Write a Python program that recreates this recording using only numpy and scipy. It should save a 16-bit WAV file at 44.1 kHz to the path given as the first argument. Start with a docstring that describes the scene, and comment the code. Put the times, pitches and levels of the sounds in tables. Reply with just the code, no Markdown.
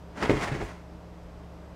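"""A small dog whirls round on a leather couch and lies down, a few metres away in a living room.
Its paws slap the leather and drive the damped modes of the cushions, while its weight rocks the seat.
Its body slides over the leather with stick-slip friction, heard as a rustle and brief squeaks.
The room adds a short reverberation. Behind it an appliance hums steadily, with a thin electrical whine."""
import sys
import numpy as np
from scipy import signal
from scipy.fft import rfft, irfft
from scipy.io import wavfile

SR = 44100
rng = np.random.default_rng(int(sys.argv[2]) if len(sys.argv) > 2 else 0)


def digitize_waveform(pressure):
    """Quantize a signal to 16-bit integers and store it at the path in sys.argv[1].

    Rows of a 2-D input are taken as channels; values are limited to [-1, 1].
    """
    field = np.atleast_2d(pressure).T
    bounded = np.clip(field, -1, 1)
    quanta = np.round(bounded * 32767).astype(np.int16)
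    wavfile.write(sys.argv[1], SR, quanta)


N = 77175
TIME = np.arange(N) / SR


def from_db(db):
    """Amplitude ratio of a level in decibels."""
    return 10 ** (np.asarray(db) / 20)


def rms_one(x):
    """Normalisation to an rms of 1."""
    return x / np.sqrt(np.mean(x ** 2) + 1e-20)


def colour(x, spectrum, tilt_db=0):
    """Minimum-phase filtering to a spectral envelope, tilted by tilt_db per octave; the rms is 1."""
    size = 2 * N
    hz, db = np.transpose(spectrum)
    octave = np.log2(np.maximum(np.fft.rfftfreq(size, 1 / SR), 1))
    above_lowest = octave - np.log2(hz[0])
    shape_db = np.interp(octave, np.log2(hz), db) + tilt_db * np.maximum(above_lowest, 0)
    shape_db += 12 * np.minimum(above_lowest, 0)  # bass roll-off, 12 dB per octave
    cepstrum = irfft(np.log(from_db(shape_db)))
    cepstrum[1:N] *= 2  # folding the cepstrum makes the filter causal
    cepstrum[N + 1:] = 0
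    return rms_one(irfft(rfft(x, size) * np.exp(rfft(cepstrum)))[:N])


def drift(rate_hz):
    """Random fluctuation: noise low-passed at rate_hz, with an rms of 1."""
    pole = np.exp(-2 * np.pi * rate_hz / SR)
    return rms_one(signal.lfilter([1], [1, -2 * pole, pole * pole], rng.standard_normal(2 * N))[N:])


def decay(start, t60, attack_s=0.00086):
    """Exponential decay after a quick rise, falling 60 dB in t60 seconds."""
    age = np.clip(TIME - start, 0, 4 * t60)
    return np.tanh(age / attack_s) ** 2 * np.exp(-np.log(1000) * age / t60)


def push(start, contact_ms):
    """Soft impact: a force pulse of unit sum; longer contact excites less treble."""
    age = np.clip((TIME - start) * 5000 / contact_ms, 0, 60)  # five time constants per contact
    force = age ** 2 * np.exp(-age)
    return force / force.sum()


def ring(force, modes):
    """Modal superposition: each mode answers the force as a damped oscillator."""
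    out = 0
    for hz, db, t60 in modes:
        radius = np.exp(-np.log(1000) / (t60 * SR))
        pole_real = radius * np.cos(2 * np.pi * hz / SR)
        mode = signal.lfilter([1, -pole_real], [1, -2 * pole_real, radius ** 2], force + 1e-18)
        out = out + from_db(db) * mode
    return out


def appliance(waver_depth=0.042, waver_hz=9.3, air_db=-48):
    """Tones under slight random amplitude and phase modulation, over the broadband noise of moving air."""
    # The hum's tones. Each row: frequency in Hz, rms level in dB.
    hum_tones = [(69.5, -49), (172.2, -51.5), (624.5, -61.5), (4915, -81.5), (7870, -89)]
    # The spectrum of moving air. Each row: frequency in Hz, relative spectral density in dB.
    air_spectrum = [(22, -7.5), (38, 8.5), (58, 4), (82, -7), (116, 7.5), (145, -2.5), (185, -2),
                    (265, -5.5), (310, 2.5), (350, -8.5), (410, -0.5), (460, -5), (540, -4), (690, -5.5),
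                    (800, -8), (1000, -9.5), (1500, -16.5), (2000, -20.5), (2600, -23.5), (4200, -28.5),
                    (5700, -30.5), (8000, -37), (9800, -40), (10500, -43.5), (12500, -45), (15500, -50)]
    hum = 0
    for hz, db in hum_tones:
        waver = 1 + waver_depth * (drift(waver_hz) + 1j * drift(waver_hz))
        carrier = np.exp(2j * np.pi * (hz * TIME + rng.random()))
        hum = hum + from_db(db) * np.sqrt(2) * np.real(waver * carrier)
    return hum + from_db(air_db) * colour(rng.standard_normal(N), air_spectrum)


def whine(pitch_hz=11800, dip_hz=348, mains_hz=60, level_db=-85.5):
    """Frequency modulation: a thin electrical tone dips in pitch once in every mains cycle."""
    dip = np.sin(np.pi * mains_hz * TIME) ** 8
    phase = 2 * np.pi * np.cumsum(pitch_hz - dip_hz * dip) / SR
    return from_db(level_db) * np.sqrt(2) * np.sin(phase)


def room(x, t60=0.39, gain_db=-8.5, delay_s=0.0051):
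    """Diffuse reverberation: convolution with decaying noise stands for a furnished room's reflections."""
    tail = rng.standard_normal(N) * decay(delay_s, t60)
    tail /= np.sqrt(np.sum(tail ** 2))
    return from_db(gain_db) * signal.fftconvolve(x, tail)[:N]


def seat():
    """Impulse response: shifts of the dog's weight excite the low modes of the springs and frame."""
    # Shifts of weight. Each row: start in seconds, impulse level in dB.
    heaves = [(0.224, -44), (0.301, -28.5), (0.347, -33), (0.491, -37), (0.544, -39), (.622, -32)]
    # The seat's modes. Each row: frequency in Hz, gain in dB, 60 dB decay time in seconds.
    seat_modes = [(44.2, -3.5, 0.38), (50.4, -3.5, 0.3), (89.4, 3.5, 0.18)]
    force = sum(from_db(db) * push(start, contact_ms=5.2) for start, db in heaves)
    return ring(force, seat_modes)


def squeaks(jitter_rad=0.43, jitter_hz=270):
    """Stick-slip oscillation of the leather gives short tones, roughened by phase jitter."""
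    # Squeaks. Each row: centre in seconds, pitch in Hz, peak rms level in dB, Gaussian width in seconds.
    bursts = [(.233, 5000, -43, 0.0031), (.485, 1800, -31.5, 0.0018)]
    out = 0
    for centre, hz, db, width in bursts:
        envelope = from_db(db) * np.exp(-0.5 * ((TIME - centre) / width) ** 2)
        phase = 2 * np.pi * hz * TIME + jitter_rad * drift(jitter_hz)
        out = out + envelope * np.sqrt(2) * np.sin(phase)
    return out


def friction(slips_per_s=4000, spread_db=1, fur_gain=0.71):
    """Friction noise: a Poisson train of tiny, uneven slips over the smooth hiss of fur."""
    sizes = from_db(spread_db * np.minimum(rng.exponential(1, N), 4))
    signs = rng.choice([-1, 1], N)
    slips = sizes * signs * (rng.random(N) < slips_per_s / SR)
    return rms_one(slips) + fur_gain * rng.standard_normal(N)


def slides(rough_db=0.75):
    """Sliding friction of fur and paws on leather: each stroke swells and fades, catching unevenly."""
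    # Strokes. Each row: peak time in seconds, peak level in dB, times to rise and to fall
    # by 20 dB in seconds, spectral tilt in dB per octave.
    strokes = [(.176, -42.5, 0.032, 0.14, 0.4), (0.235, -27.5, 0.049, 0.034, -0.33),
               (.255, -31, 0.024, 0.019, -1.5), (.280, -40.5, 0.043, 0.046, 0),
               (.305, -34, 0.017, 0.069, 0.5), (.372, -34.5, 0.11, 0.057, -0.2),
               (0.438, -27, 0.06, 0.037, 0.94), (0.482, -33, .022, 0.036, -0.3),
               (0.551, -37, 0.1, 0.066, 0), (0.614, -34.5, 0.04, 0.046, -1.5),
               (0.643, -52, 0.095, 0.059, 5.5), (0.693, -43.5, 0.088, 0.13, 1.0)]
    # The spectrum of rubbed leather. Each row: frequency in Hz, relative spectral density in dB.
    leather_spectrum = [(70, 5.5), (130, 2), (250, 8), (420, 4), (600, 4.5), (900, 3), (1300, -0.5),
                        (2100, -1.5), (2700, -8.5), (3600, -14.5), (5000, -16.5), (7000, -20.5),
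                        (10000, -29), (12500, -39), (16000, -42)]
    rub = friction() * from_db(rough_db * drift(rate_hz=30))
    out = 0
    for peak, db, rise, fall, tilt_db in strokes:
        swell_db = -20 * np.maximum((peak - TIME) / rise, (TIME - peak) / fall)
        out = out + from_db(db + swell_db) * colour(rub, leather_spectrum, tilt_db)
    return out


def paws(slap_t60=0.084, slap_gain_db=1, rough_db=1):
    """Impact excitation: each landing rings the cushion's modes and slaps noise from its leather skin."""
    # Landings. Each row: start in seconds, relative thump and slap levels in dB, contact time in ms.
    landings = [(0.225, -26.5, -24.5, 1.24), (0.2525, -31, -35, 1.1), (.2950, -10.5, -24, 1.92),
                (.3055, -9.5, -36, 1.68), (0.3355, -22.5, -40, 1.43), (.369, -20, -34, 2.7),
                (.5160, -12.5, -35, 4.46), (0.5234, -18, -39.5, 4.5), (0.549, -30.5, -39.5, 1.05),
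                (0.5626, -23.5, -59, 3.5), (.604, -34, -40.5, 1.3), (.6150, -30.5, -39, 1.28),
                (.6250, -30, -60, 1.1)]
    # The cushion's modes. Each row: frequency in Hz, gain in dB, 60 dB decay time in seconds.
    cushion_modes = [(105.3, -43, 0.57), (142.2, -7, .16), (226.4, -15.5, 0.23), (297, -8, 0.041),
                     (325.6, 0, 0.071), (412.1, 0.5, 0.1), (565, -2.5, 0.045), (733, -9, 0.055)]
    # The spectrum of a slap. Each row: frequency in Hz, relative spectral density in dB.
    slap_spectrum = [(150, -16), (400, 9), (1000, 1), (1400, -0.5), (2100, -0.5), (3300, -9.5),
                     (5000, -19.5), (9000, -28.5), (15000, -41.5)]
    force = sum(from_db(db) * push(start, contact_ms) for start, db, _, contact_ms in landings)
    thumps = -ring(force, cushion_modes)
    slap_envelope = sum(from_db(db + slap_gain_db) * decay(start, slap_t60) for start, _, db, _ in landings)
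    slap_noise = friction() * from_db(rough_db * drift(rate_hz=145))
    return thumps + slap_envelope * colour(slap_noise, slap_spectrum)


def scene():
    """Superposition in one channel of the dog, its reverberation, the seat and the background."""
    dog = paws() + slides() + squeaks()
    return (dog + room(dog) + seat() + appliance() + whine())[None]


def record(dry, cutoff_hz=15750):
    """An elliptic low-pass filter cuts the highest treble steeply."""
    return signal.sosfilt(signal.ellip(12, 0.2, 80, cutoff_hz, fs=SR, output="sos"), dry)


dry = scene()
out = record(dry)
digitize_waveform(out)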